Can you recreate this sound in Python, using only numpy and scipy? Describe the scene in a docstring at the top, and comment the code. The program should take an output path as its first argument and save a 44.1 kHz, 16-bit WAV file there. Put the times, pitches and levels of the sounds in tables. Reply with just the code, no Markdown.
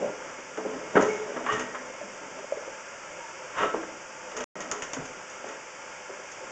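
"""Camera cable hauled up a metal pipe

An inspection camera is hauled up a waste pipe by its push cable, heard from the reel in a hard-walled room.
The cable knocks, scrapes, clinks and squeals on rim and reel: shaped noise and uneven tones. Harder means brighter.
Soft hollow bumps are short dying tones. Filtered noise makes the echo, the room air and the microphone hiss.
The treble has a notch and a top limit, and the sound drops out once."""
import sys
import numpy as np
from scipy import signal
from scipy.fft import rfft, irfft, next_fast_len
from scipy.io import wavfile

SR = 44100
rng = np.random.default_rng(int(sys.argv[2]) if len(sys.argv) > 2 else 0)


def store_pcm(level_fs):
    """Save levels as 16-bit WAV."""
    pcm = np.round(np.clip(level_fs, -1, 1) * 32767).astype(np.int16)
    wavfile.write(sys.argv[1], SR, np.atleast_2d(pcm).T)


N = 287091
T = np.arange(N) / SR  # time of each sample [s]
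TOP_HZ = 9000  # nothing is heard above this

# the cable slaps pipe or reel:
# (time [s], strength [dB], hardness [dB], rattle: time to fall 60 dB [s], ring pitch [Hz])
KNOCK_EVENTS = [(.575, -33, -0.5, .2, 310), (0.649, -32, -16, 0.23, 540), (0.726, -38.5, -1, 0.55, 400),
                (.953, -20, 2.5, 0.41, 204), (0.961, -20, -2, 0.29, 666), (1.361, -31, 4.5, 0.16, 410),
                (1.522, -39, -7.5, 1, 115), (2.015, -43, -11, 0.17, 200), (2.212, -43, -4, 0.45, 280),
                (3.63, -25, 9, 0.045, 1440), (3.738, -29.5, -4.5, 0.24, 340),
                (3.829, -40.5, 7.5, 0.08, 411.4), (4.553, -41, -2, 0.75, 500), (4.589, -47, 10, 0.42, 200),
                (4.711, -40.5, 9, 0.25, 1330), (4.965, -35.5, -1.5, 0.2, 262),
                (4.985, -41.5, -14, .33, 145), (5.439, -37.5, -7, 0.11, 415), (6.092, -37.5, -15, .06, 385)]

# how quickly a light touch of metal starts
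CLINK_ATTACK_S = 0.00043


def amp(db):
    """Turn decibels into a gain."""
    return 10 ** (np.asarray(db) / 20)


def unit(x):
    """Scale to an average (rms) size of 1."""
    return x / np.sqrt(np.mean(x ** 2) + 1e-20)


def shape(points, hz):
    """Join (frequency [Hz], level [dB]) points into a gain curve, on a log frequency axis."""
    f, db = np.transpose(points)
    return amp(np.interp(np.log(hz + 1), np.log(f), db))


def peaks(modes, hz):
    """Gain of resonances standing on a flat response."""
    power = 1
    for f, width, db in modes:
        power = power + amp(db) ** 2 * 2 / (1 + (2 * (hz - f) / width) ** 2)
    return np.sqrt(power)


def coloured(x, gain):
    """Filter with the given gain curve, never sounding early; white noise keeps its power."""
    size = 2 * next_fast_len(N // 2 + SR // 2)
    g = unit(gain(np.fft.rfftfreq(size, 1 / SR)))
    # folding the cepstrum (spectrum of the log gain) forward in time makes the filter minimum phase
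    cepstrum = irfft(np.log(np.maximum(g, 1e-6)))
    cepstrum[1:size // 2] *= 2
    cepstrum[size // 2 + 1:] = 0
    response = np.exp(rfft(cepstrum))
    return irfft(rfft(x, size) * response)[:N]


def wobble(rate):
    """A smooth random curve with about `rate` random points a second."""
    knots = rng.standard_normal(int(N * rate / SR) + 4)
    fine = signal.resample_poly(knots, 8, 1)
    return np.interp(T * rate * 8, np.arange(len(fine)), fine)


def struck(s, rise, t60):
    """Envelope that swells from time s and dies away; t60 is the time to fall 60 dB [s]."""
    envelope = np.zeros(N)
    live = slice(int(max(s, 0) * SR), int((s + 2 * t60) * SR))
    age = np.maximum(T[live] - s, 0)
    envelope[live] = (1 - np.exp(-age / rise)) * np.exp(-np.log(1000) * age / t60)
    return envelope


def chatter(envelopes, grain_db):
    """Force of many tiny uneven impacts, as noise under the summed power of the envelopes."""
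    noise = rng.standard_normal(N)
    grains = amp(grain_db * wobble(700))
    total = np.sqrt(sum(e ** 2 for e in envelopes))
    return total * unit(noise * grains)


def forces(envelopes, levels, grain_db):
    """One chattering force for each colour; levels holds, per colour, the dB of every contact."""
    return [chatter((e * g for e, g in zip(envelopes, amp(db))), grain_db) for db in levels]


def steel_tone(hz):
    """An uneven, broken tone whose size and phase flutter, faster at higher pitch."""
    flutter = 22 + .075 * hz  # random points a second
    steady_share, flutter_share = 0.48, 0.82
    uneven = steady_share + flutter_share * (wobble(flutter) + 1j * wobble(flutter))
    return np.imag(uneven * np.exp(2j * np.pi * hz * T))


def background():
    """Hollow, restless room air under gently drifting microphone hiss; the low air wanders most."""
    # colour of the room air: (frequency [Hz], relative level [dB per Hz])
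    air_colour = [(25, -13.5), (80, -13), (150, -5.5), (280, -5), (400, 1), (465, -7), (540, 0.5),
                  (760, -2), (950, 0.5), (1400, 0.5), (1850, -2.5), (2300, -1), (3000, -6.5), (3650, -16),
                  (4200, -33)]
    # colour of the hiss: (frequency [Hz], relative level [dB per Hz])
    hiss_colour = [(2500, -33.5), (4100, -15.5), (4900, -1), (5800, 2.5), (7000, 2.5), (7500, -1.5),
                   (8000, -10.5), (8500, -17), (8950, -37.5)]
    # resonances that colour both: (frequency [Hz], width [Hz], strength [dB])
    hollows = [(506, 23, 10), (568, 130, 2), (884, 32, 4), (1000, 24, -12.5), (1316, 18, 2),
               (1404, 11, 6.5), (1614, 40, 1), (1706, 22, -1), (2157, 6.6, 8.5), (3020, 20, -13.5),
               (5870, 90, -0.5), (6800, 26, -2.5)]
    air = coloured(rng.standard_normal(N), lambda hz: shape(air_colour, hz) * peaks(hollows, hz))
    hiss = coloured(rng.standard_normal(N), lambda hz: shape(hiss_colour, hz) * peaks(hollows, hz))
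    drift = amp(.45 * wobble(5))
    low_pass = signal.butter(2, 700, fs=SR, output="sos")
    low_air = signal.sosfiltfilt(low_pass, air)
    wander = amp(1.4 * wobble(11))
    restless_air = drift * (air + (wander - 1) * low_air)
    return amp(-42.5) * restless_air + amp(-51.0) * np.sqrt(drift) * hiss


def bumps():
    """A soft blow briefly rings one damped hollow tone and rebounds once."""
    # hollow bumps: (time [s], strength [dB], pitch [Hz])
    bump_events = [(.024, -12.5, 550), (.043, -9.5, 559), (2.013, -19.5, 596), (2.443, -22, 566),
                   (2.522, -9.5, 578), (2.571, -22, 448), (2.623, -26.5, 590), (2.677, -19.5, 510)]
    attack_s, t60_s = 0.0023, 0.032
    rebound_s, rebound_db = .014, -13.5  # delay and level of the second blow

    def blow(s, hz):
        """One dying sine wave."""
        return struck(s, attack_s, t60_s) * np.sin(2 * np.pi * hz * (T - s))

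    total = np.zeros(N)
    for s, db, hz in bump_events:
        total += amp(db) * (blow(s, hz) + amp(rebound_db) * blow(s + rebound_s, hz))
    return total


def scrapes():
    """Each pull is a rounded swell of small slips; the cable catches and lets go on the rim."""
    # the cable slides over the rim: (time of the height [s], swell [s], strength [dB], hardness [dB])
    scrape_events = [(.04, 0.046, -33, -6.5), (.3, 0.023, -46.5, 3), (.395, 0.0087, -38.5, 0.5),
                     (0.701, 0.077, -40, -6), (.945, .015, -35.5, -1.5), (1.27, 0.26, -39, -1.5),
                     (1.506, 0.026, -37.5, 9), (1.611, 0.011, -39, 5), (2.39, 0.024, -40, -0.5),
                     (3.592, 0.018, -33, 8), (3.618, 0.014, -33.5, 8), (3.647, 0.023, -28, 1.5),
                     (4.405, .04, -37, 1.5), (4.752, 0.04, -41, 2.5), (5.49, 0.035, -41, 2)]
    # feed to thud, body, clank and edge: (level at hardness 0 [dB], change [dB per dB of hardness])
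    scrape_mix = [(-11.5, -0.77), (-2, -0.22), (-8, 1.51), (-14.5, 1.1)]
    fade_over_swell = 0.95  # length of the fade, as a share of the swell
    times, swells, db, hardness = np.transpose(scrape_events)
    catching = amp(0.2 * wobble(rate=70))
    pulls = []
    for s, swell in zip(times, swells):
        away = np.maximum(s - T, (T - s) / fade_over_swell) / swell  # distance from the height
        pulls.append(catching / np.cosh(np.minimum(away, 20)))
    levels = [db + base_db + slope * hardness for base_db, slope in scrape_mix]
    return forces(pulls, levels, grain_db=-0.5)


def strays():
    """The cable brushes the pipe faintly at random moments."""
    count, level_db, spread_db, t60_s = 36, -49.5, 3, .07
    draws = rng.uniform([0, -1], [N / SR, 1], (count, 2))  # time [s], size from -1 to 1
    touches = (amp(level_db + spread_db * size) * struck(when, CLINK_ATTACK_S, t60_s)
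               for when, size in draws)
    return chatter(touches, grain_db=7)


def clinks():
    """Hard, light touches with a short buzz; brightness trades clank for tick around the edge."""
    # light metal contacts: (time [s], strength [dB], brightness [dB], buzz: time to fall 60 dB [s])
    clink_events = [(0.573, -43.5, -4.5, 0.042), (1.006, -45, 1, 1), (1.023, -40.5, 5, 0.044),
                    (1.464, -41.5, -17.5, 0.044), (1.521, -38.5, -2.5, 0.34), (1.593, -39, -3, 0.21),
                    (1.747, -46, -15, 0.084), (4.315, -45.5, -6.5, .055), (4.366, -40, 1, 0.13),
                    (4.405, -38, -1, 0.056), (4.438, -43.5, 0, 0.05), (4.604, -42, 1, 0.18),
                    (4.714, -34, 4.5, 0.052), (4.821, -38, -2, 0.15), (4.933, -36.5, 4, 0.074),
                    (5.054, -46.5, 2, .06), (5.298, -48, 2.5, 0.085), (5.487, -47, -1, 0.077),
                    (6.316, -51, 10, 0.059)]
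    snap_t60_s, snap_share = 0.085, 0.31  # an extra snap at the start
    edge_db = 2
    times, db, brightness, buzz = np.transpose(clink_events)
    taps = [struck(s, CLINK_ATTACK_S, t60) + snap_share * struck(s, .0002, snap_t60_s)
            for s, t60 in zip(times, buzz)]
    return forces(taps, [db - brightness, db + edge_db, db + brightness], grain_db=1.3)


def knocks():
    """The cable slaps pipe and reel, then rattles out: thud, body and clank."""
    attack_s = 0.0019
    slap_t60_s, slap_share = 0.043, .55  # the first slap stands out of the rattle
    clank_db = -4.5  # at hardness 0
    # thud at a typical rattle length, and its growth each time that length doubles
    thud_base_db, typical_rattle_s, growth_db = -8.5, .25, 3
    times, db, hardness, rattle, _ = np.transpose(KNOCK_EVENTS)
    blows = [struck(s, attack_s, t60) + slap_share * struck(s, .0003, slap_t60_s)
             for s, t60 in zip(times, rattle)]
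    thud_db = db + thud_base_db + growth_db * np.log2(rattle / typical_rattle_s)
    return forces(blows, [thud_db, db, db + clank_db + hardness], grain_db=3.6)


def knock_rings():
    """Each knock leaves one resonance ringing for a set number of cycles, so low ones last longer."""
    level_db, swell_s = -1.5, .005
    cycles, longest_s = 70, 0.3  # even the lowest falls 60 dB within this time
    total = np.zeros(N)
    for s, db, _, _, hz in KNOCK_EVENTS:
        t60 = min(cycles / hz, longest_s)
        total += amp(db + level_db) * struck(s, swell_s, t60) * steel_tone(hz)
    return total


def squeals():
    """Steel sings: a rub or knock quickly swells a resonance, which then dies."""
    # singing tones: (time [s], pitch [Hz], level [dB], time to fall 60 dB [s])
    squeal_events = [(1.08, 2216, -32, 0.47), (1.045, 430.8, -25.5, 0.71), (1.465, 1866, -29, 0.75),
                     (1.483, 1138, -19.5, 0.17), (1.49, 2920, -31, 0.21), (3.19, 940, -38, 0.67),
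                     (3.595, 1345, -23, 0.21), (3.745, 323.7, -25, 0.27)]
    swell_s = .02
    return sum(amp(db) * struck(s, swell_s, t60) * steel_tone(hz) for s, hz, db, t60 in squeal_events)


def room(x, t60_low, t60_high):
    """Dense reflections, redrawn every quarter second; the treble dies first."""
    wet = np.zeros(N + 2 * SR)
    step = SR // 4  # a fresh random echo every quarter second
    for start in range(0, N, step):
        hz, t, z = signal.stft(rng.standard_normal(SR // 2), SR, nperseg=256)
        t60 = np.interp(hz, [0, TOP_HZ], [t60_low, t60_high])[:, None]
        fading = z * np.exp(-np.log(1000) * t / t60)
        tail = signal.istft(fading, SR, nperseg=256)[1]
        tail[:SR // 200] = 0  # no echo in the first 5 ms
        answer = signal.fftconvolve(x[start:start + step], tail / np.linalg.norm(tail))
        wet[start:start + len(answer)] += answer
    return wet[:N]


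def scene():
    """Most contacts drive shared resonances of pipe, reel and room; all contacts raise echo."""
    # resonances of pipe, reel and room: (frequency [Hz], width [Hz], strength [dB])
    modes = [(109, 20, -6.5), (135, 20, -13.5), (198, 14, 5.5), (253, 6.7, 9.5), (320.7, 9.7, 7),
             (426, 39, 7), (490, 17, -4.5), (566, 33, 5.5), (625, 49, 4), (720, 24, -24), (890, 7.3, -2),
             (963, 9.7, 4), (1150, 15, -2.5), (1045, 11, 4.5), (1300, 120, -1), (1328, 17, -0.5),
             (1534, 25, 0.5), (1570, 22, 0), (1898, 6.7, 9.5), (2110, 120, -3.5), (2884, 110, 0.5),
             (3100, 30, 1.5)]
    # colours of a contact, each: (frequency [Hz], relative level [dB per Hz])
    thud_colour = [(25, -20), (50, -26.5), (80, -22), (110, -10.5), (160, -3.5), (205, -1.5), (280, 4),
                   (380, -5), (900, -46)]
    body_colour = [(100, -41), (220, -22.5), (310, -9.5), (420, -1.5), (650, -4.5), (900, -5), (1500, -34),
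                   (4000, -62)]
    clank_colour = [(200, -25), (550, -13), (900, 0), (1350, 1), (1900, -4), (2400, -12.5), (3300, -20.5),
                    (4500, -31.5), (7000, -28.5), (9000, -54.5)]
    edge_colour = [(1200, -7.5), (2200, -3.5), (2600, -2.5), (3100, -5), (3700, -9.5), (4500, -24.5),
                   (7000, -10), (9000, -37)]
    tick_colour = [(3000, -25), (4500, -19), (5600, -8), (6600, -1), (7300, -9), (8000, -30), (9000, -31)]

    def ringing(force, colour):
        """A force coloured by its contact and by the resonances."""
        return coloured(force, lambda hz: shape(colour, hz) * peaks(modes, hz))

    near = bumps()  # close by, so they raise slightly less echo
    scrape_thud, scrape_body, scrape_clank, scrape_edge = scrapes()
    clink_clank, clink_edge, clink_tick = clinks()
    knock_thud, knock_body, knock_clank = knocks()
    thud = ringing(knock_thud + scrape_thud, thud_colour)
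    body = ringing(knock_body + scrape_body, body_colour)
    clank = ringing(knock_clank + scrape_clank + clink_clank + strays(), clank_colour)
    edge = ringing(clink_edge + scrape_edge, edge_colour)
    tick = coloured(clink_tick, lambda hz: shape(tick_colour, hz))
    contacts = thud + body + clank + edge + tick + knock_rings() + squeals()
    echo = amp(-7.5) * room(contacts + amp(-2) * near, t60_low=0.49, t60_high=0.28)
    return (contacts + near + echo + background())[None]


def record(dry):
    """A narrow notch with soft shoulders, a brief dropout and the top limit."""
    # the dropout: (start [s], end [s])
    gap = (4.443, 4.555)
    notch_hz = 4000
    size = next_fast_len(N + SR // 2)
    hz = np.fft.rfftfreq(size, 1 / SR)
    away = np.abs(hz - notch_hz)
    shoulders = amp(-11 * np.exp(-away / 130))
    notch = shoulders * (1 - np.exp(-(away / 50) ** 4))
    band = np.clip((TOP_HZ - hz) / 300, 0, 1)
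    live = (T < gap[0]) | (T > gap[1])
    gated = irfft(rfft(dry, size) * notch, size)[:, :N] * live
    return irfft(rfft(gated, size) * band, size)[:, :N]


dry = scene()
out = record(dry)
store_pcm(out)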